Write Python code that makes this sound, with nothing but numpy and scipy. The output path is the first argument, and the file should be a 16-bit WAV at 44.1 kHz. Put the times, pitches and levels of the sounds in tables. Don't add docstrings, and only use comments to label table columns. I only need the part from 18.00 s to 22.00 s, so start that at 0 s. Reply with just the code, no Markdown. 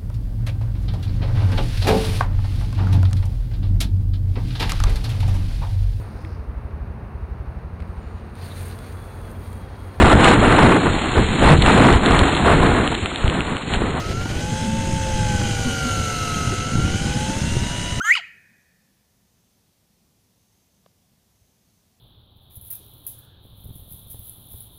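import sys
import numpy as np
from scipy import signal
from scipy.fft import rfft, irfft
from scipy.io import wavfile
from scipy.ndimage import uniform_filter1d

SR = 44100
rng = np.random.default_rng(int(sys.argv[2]) if len(sys.argv) > 2 else 0)


def master_out(mix):
    frames = np.transpose(np.atleast_2d(mix))
    ceiling = np.clip(frames, -1, 1)
    pcm = np.round(ceiling * 32767).astype(np.int16)
    wavfile.write(sys.argv[1], SR, pcm)


N = 176400


def amp(db):
    return 10 ** (np.asarray(db) / 20)


def unit(x):
    return x / np.sqrt(np.mean(x ** 2) + 1e-20)


def follow(table, t):
    times, *columns = np.transpose(table)
    return [np.interp(t, times, c) for c in columns]


def read(points, hz):
    f, value = np.transpose(points)
    return np.interp(np.log(hz + 1), np.log(f), value)


def coloured(x, points):
    return irfft(rfft(x) * amp(read(points, np.fft.rfftfreq(len(x), 1 / SR))), len(x))


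def noise(colour, size):
    return unit(irfft(rfft(rng.standard_normal(size)) * colour(np.fft.rfftfreq(size, 1 / SR)), size))


def wander(rate_hz, size):
    return noise(lambda f: 1 / (1 + (f / rate_hz) ** 4), size)


def gate(t, start, end, fade):
    return np.sin(np.pi / 2 * np.clip(np.minimum(t - start, end - t) / fade, 0, 1)) ** 2


# frequency in Hz, relative level in dB.
AIR_SPECTRUM = [(12, -54.5), (20, -24.5), (39, -8), (59, -2.5), (112, -0.5), (139, -5), (184, 0), (243, -6),
                (279, -11.5), (485, -14.5), (589, -15.5), (736, -16.5), (1430, -24), (5270, -20.5),
                (6400, -20.5), (7150, -23), (15100, -24)]


def air(level_db=-64, patchy_db=.9):
    hz, _, bands = signal.stft(rng.standard_normal(N), SR, nperseg=4096, noverlap=3072)
    patches = unit(uniform_filter1d(uniform_filter1d(rng.standard_normal(bands.shape), 12, 0), 5, 1))
    bands = bands * amp(read(AIR_SPECTRUM, hz)[:, None] + patchy_db * patches)
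    return amp(level_db) * unit(signal.istft(bands, SR, nperseg=4096, noverlap=3072)[1][:N])


# start in seconds, length in seconds, level in dB.
INSECT_PHRASES = [(0.302, 0.41, -84), (1.2, .5, -79.5), (2.33, .52, -77), (3.3, .55, -78.5)]


def insect(t, centre_hz=6330, half_width_hz=220, fade_s=.092):
    sizzle = noise(lambda f: 1 / (1 + ((f - centre_hz) / half_width_hz) ** 2), N)
    return sizzle * sum(amp(db) * gate(t, s, s + length, fade_s) for s, length, db in INSECT_PHRASES)


# delay in seconds, strength in dB.
CAMERA_TICKS = [(0, -35.5), (.00172, -35)]


def camera_tick(t, start_s=2.862):
    def ring(onset_s, db, hz, decay_s):
        age = np.maximum(t - onset_s, 0)
        return amp(db) * np.exp(-age / decay_s) * np.sin(2 * np.pi * hz * age)
    ticks = sum(ring(start_s + delay, db, hz=720, decay_s=.0004) for delay, db in CAMERA_TICKS)
    snap = ring(start_s, db=-44, hz=3400, decay_s=.00026)
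    return signal.sosfilt(signal.butter(2, 240, "highpass", fs=SR, output="sos"), ticks + snap)


def camera_bump(t, peak_s=3.423, hz=85.1, width_s=.009, peak_db=-50.5):
    offset = t - peak_s
    return amp(peak_db) * np.exp(-(offset / width_s) ** 2) * np.cos(2 * np.pi * hz * offset)


def echo(x, t60, colour, delay_s, build_s):
    hz, t, bands = signal.stft(rng.standard_normal(2 * SR), SR, nperseg=512)
    decay = amp(read(colour, hz)[:, None] - 60 * t / read(t60, hz)[:, None])
    bands = bands * decay * (1 - np.exp(-t / build_s))
    tail = np.r_[np.zeros(int(delay_s * SR)), signal.istft(bands, SR, nperseg=512)[1]]
    f = np.fft.rfftfreq(len(tail), 1 / SR)
    voice_band = (f > 1600) & (f < 2700)
    voice_gain = np.sqrt(np.mean(abs(rfft(tail)[voice_band]) ** 2))
    return signal.fftconvolve(x, tail / voice_gain)[:N]


# frequency in Hz, time to fall 60 dB in seconds.
NEAR_DECAY = [(500, 0.05), (1200, 0.38), (2200, 0.2), (4000, 0.36), (7000, 0.35), (14000, 0.2)]
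WOOD_EDGE_DECAY = [(500, 0.07), (2000, 0.31), (8000, 0.55)]
DEEP_WOOD_DECAY = [(500, .6), (1200, 0.851), (1720, 1.7), (2100, 1.1), (2500, 1.2), (3200, .65), (7000, .5),
                   (14000, .3)]
# frequency in Hz, relative gain in dB.
NEAR_SPECTRUM = [(500, -10), (1200, -5.5), (1800, 0), (2100, -3), (2600, 2), (3300, 0), (4000, -3.5),
                 (7000, -3), (14000, -6.5)]
WOOD_EDGE_SPECTRUM = [(500, -12), (1300, -6), (1780, 3), (2100, -5), (2550, 5.5), (2900, -10),
                      (7000, -12.5), (14000, -20)]
DEEP_WOOD_SPECTRUM = [(500, -12), (1350, -11), (1680, 8), (1850, -0.5), (2080, -8), (2520, 6), (2850, -11),
                      (4000, -8), (7000, -9.5), (14000, -15.5)]


def surroundings(call):
    near = amp(-22) * echo(call, NEAR_DECAY, NEAR_SPECTRUM, delay_s=.006, build_s=.02)
    slap = amp(-25) * echo(call, WOOD_EDGE_DECAY, WOOD_EDGE_SPECTRUM, delay_s=.098, build_s=.006)
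    far = amp(-30.5) * echo(call, DEEP_WOOD_DECAY, DEEP_WOOD_SPECTRUM, delay_s=.1, build_s=.025)
    return near + slap + far


# frequency in Hz, relative level in dB.
CRACK_SPECTRUM = [(700, -70), (1400, -26), (2200, -6), (3000, 0), (3700, -13), (5000, -16), (7000, -15),
                  (10000, -21), (14000, -29)]


def voice_crack(t, peak_s=.14, width_s=.0024, level_db=-28):
    burst = noise(lambda f: amp(read(CRACK_SPECTRUM, f)), len(t))
    return burst * amp(level_db) * np.exp(-((t - peak_s) / width_s) ** 2)


# time in seconds, pitch in Hz, level in dB before colouring.
FALL_CONTOUR = [(.149, 1450, -44), (.154, 1405, -20), (.16, 1299, -26.5), (.167, 1123, -27),
                (.176, 985, -25), (.186, 860, -33.5), (.194, 730, -36), (.203, 670, -43), (.215, 640, -54)]
# frequency in Hz, gain in dB.
FALL_COLOUR = [(300, -75), (540, -42), (660, -9), (900, -9), (1100, -9), (1350, -2.5), (1750, -8.5),
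               (2200, 3.5), (2600, -4.5), (2950, 3), (3200, -0.5), (3450, -12), (3950, -11.5),
               (5100, -13.5), (5600, -28), (6300, -23.5), (7800, -24), (10300, -30), (11500, -39),
               (15000, -43)]


def falling_note(t, jitter=.033, shimmer=.55, hoarse_db=-5, hoarse_low_hz=1400):
    hz, level_db = follow(FALL_CONTOUR, t)
    rough_phase = 2 * np.pi * np.cumsum(hz * (1 + jitter * wander(600, len(t)))) / SR
    voiced = np.cos(2 * np.pi * np.cumsum(hz) / SR)
    for k in range(2, 9):
        ragged = 1 + shimmer * (wander(220, len(t)) + 1j * wander(220, len(t)))
        voiced += (ragged * np.exp(1j * k * rough_phase)).real / np.sqrt(1 + 2 * shimmer ** 2)
    hoarse = noise(lambda f: amp(read(FALL_COLOUR, f)) / (1 + (hoarse_low_hz / (f + 1)) ** 6), len(t))
    level = amp(level_db) * gate(t, FALL_CONTOUR[0][0], FALL_CONTOUR[-1][0], fade=.004)
    return np.sqrt(2) * coloured(level * voiced, FALL_COLOUR) + level * amp(hoarse_db) * hoarse


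# time in seconds, pitch in Hz, level in dB.
WHISTLE_CONTOUR = [(0, 1241, -30.5), (.013, 1432, -18.5), (.02, 1540, -24), (.026, 1577, -33),
                   (.042, 1630, -29.5), (.06, 1700, -27.5), (.075, 1749, -23.5), (.09, 1793, -17),
                   (.105, 1882, -12.5), (.114, 2020, -7.5), (.119, 2142, -14), (.124, 2249, -10),
                   (.128, 2337, -18), (.135, 2470, -20.5), (.142, 2536, -17), (.149, 2513, -27.5),
                   (.154, 2480, -40)]
# time in seconds, overtone drive in dB, buzz depth from 0 to 1,
# rasp level in dB.
VOICE_STRAIN = [(0, -66, 0, -80.5), (.018, -45, 0, -70), (.038, -43, .06, -57), (.049, -42, .85, -41),
                (.075, -39, .8, -36.5), (.095, -41, .3, -34.5), (.105, -42, .07, -33),
                (.117, -43, .03, -34), (.13, -42, .17, -44), (.15, -41, .12, -47)]
# multiple of the pitch, gain in dB at low pitch, then at the top.
OVERTONE_GAINS = [(2, -1.5, 1.5), (3, -20, -5), (4, 0, -4), (5, -8, -11), (6, -18.5, -21), (7, -6, -26.5),
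                  (8, -7.5, -26.5)]
# frequency in Hz, gain in dB.
OVERTONE_COLOUR = [(2000, -18), (2600, -13), (2900, 2), (3200, 0.5), (3450, -13), (3800, -5.5), (4500, -3),
                   (5000, 0), (5600, -11), (6200, 2.5), (7100, 3), (7700, -4), (9200, -6), (10500, -13),
                   (12500, -10.5), (15000, -16)]
# frequency in Hz, relative level in dB.
RASP_SPECTRUM = [(300, -70), (600, -36), (780, -9), (1200, -3.5), (2300, -6), (2650, -6.5), (3150, 1),
                 (3450, -9), (4000, -7.5), (4800, -15.5), (5500, -16), (6100, 1), (7100, 1), (7700, -10),
                 (9000, -8), (10200, -21), (12000, -15), (14000, -18), (15000, -34)]


def whistle(t, jitter=.007, shimmer=.075, buzz_start_hz=419.7, buzz_sag_hz_per_s=520, buzz_jitter=.055):
    hz, level_db = follow(WHISTLE_CONTOUR, t)
    drive_db, depth, rasp_db = follow(VOICE_STRAIN, t)
    phase = 2 * np.pi * np.cumsum(hz * (1 + jitter * (.4 + depth) * wander(500, len(t)))) / SR
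    buzz_hz = (buzz_start_hz - buzz_sag_hz_per_s * t) * (1 + buzz_jitter * wander(300, len(t)))
    buzz = 2 * np.pi * np.cumsum(buzz_hz) / SR
    low_hz, top_hz = 1840, 2350
    height = np.clip((hz - low_hz) / (top_hz - low_hz), 0, 1)
    lower_sidebands = 1.2 * np.cos(phase - buzz) + .07 * np.cos(phase - 2 * buzz)
    upper_sideband = -(.4 + .7 * height) * np.sin(phase + buzz)
    tone = amp(level_db) * (np.cos(phase) + depth * (lower_sidebands + upper_sideband))
    tone *= 1 + shimmer * wander(400, len(t))
    overtones = np.zeros(len(t))
    for k, low_db, top_db in OVERTONE_GAINS:
        sidebands = 3 / k * np.cos(k * phase - buzz) + .3 * np.cos(k * phase + buzz)
        gain = amp(drive_db + low_db + height * (top_db - low_db))
        overtones += gain * (np.cos(k * phase) + depth * sidebands)
    breath = rng.standard_normal(len(t)) * (1 + .6 * depth * np.cos(buzz))
    rasp = amp(rasp_db) * unit(coloured(breath, RASP_SPECTRUM))
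    sounding = gate(t, 0, WHISTLE_CONTOUR[-1][0], fade=.002)
    voiced = tone * sounding + coloured(overtones * sounding, OVERTONE_COLOUR)
    return np.sqrt(2) * voiced + rasp * sounding


def scene():
    t = np.arange(N) / SR
    early = t[:SR // 2]
    call = np.pad(whistle(early) + falling_note(early) + voice_crack(early), (0, N - len(early)))
    return (call + surroundings(call) + air() + insect(t) + camera_tick(t) + camera_bump(t))[None]


def record(dry):
    lowpass = signal.firwin(801, 15300, window=("kaiser", 9), fs=SR)
    return signal.oaconvolve(dry, lowpass[None], "same")


dry = scene()
out = record(dry)
master_out(out)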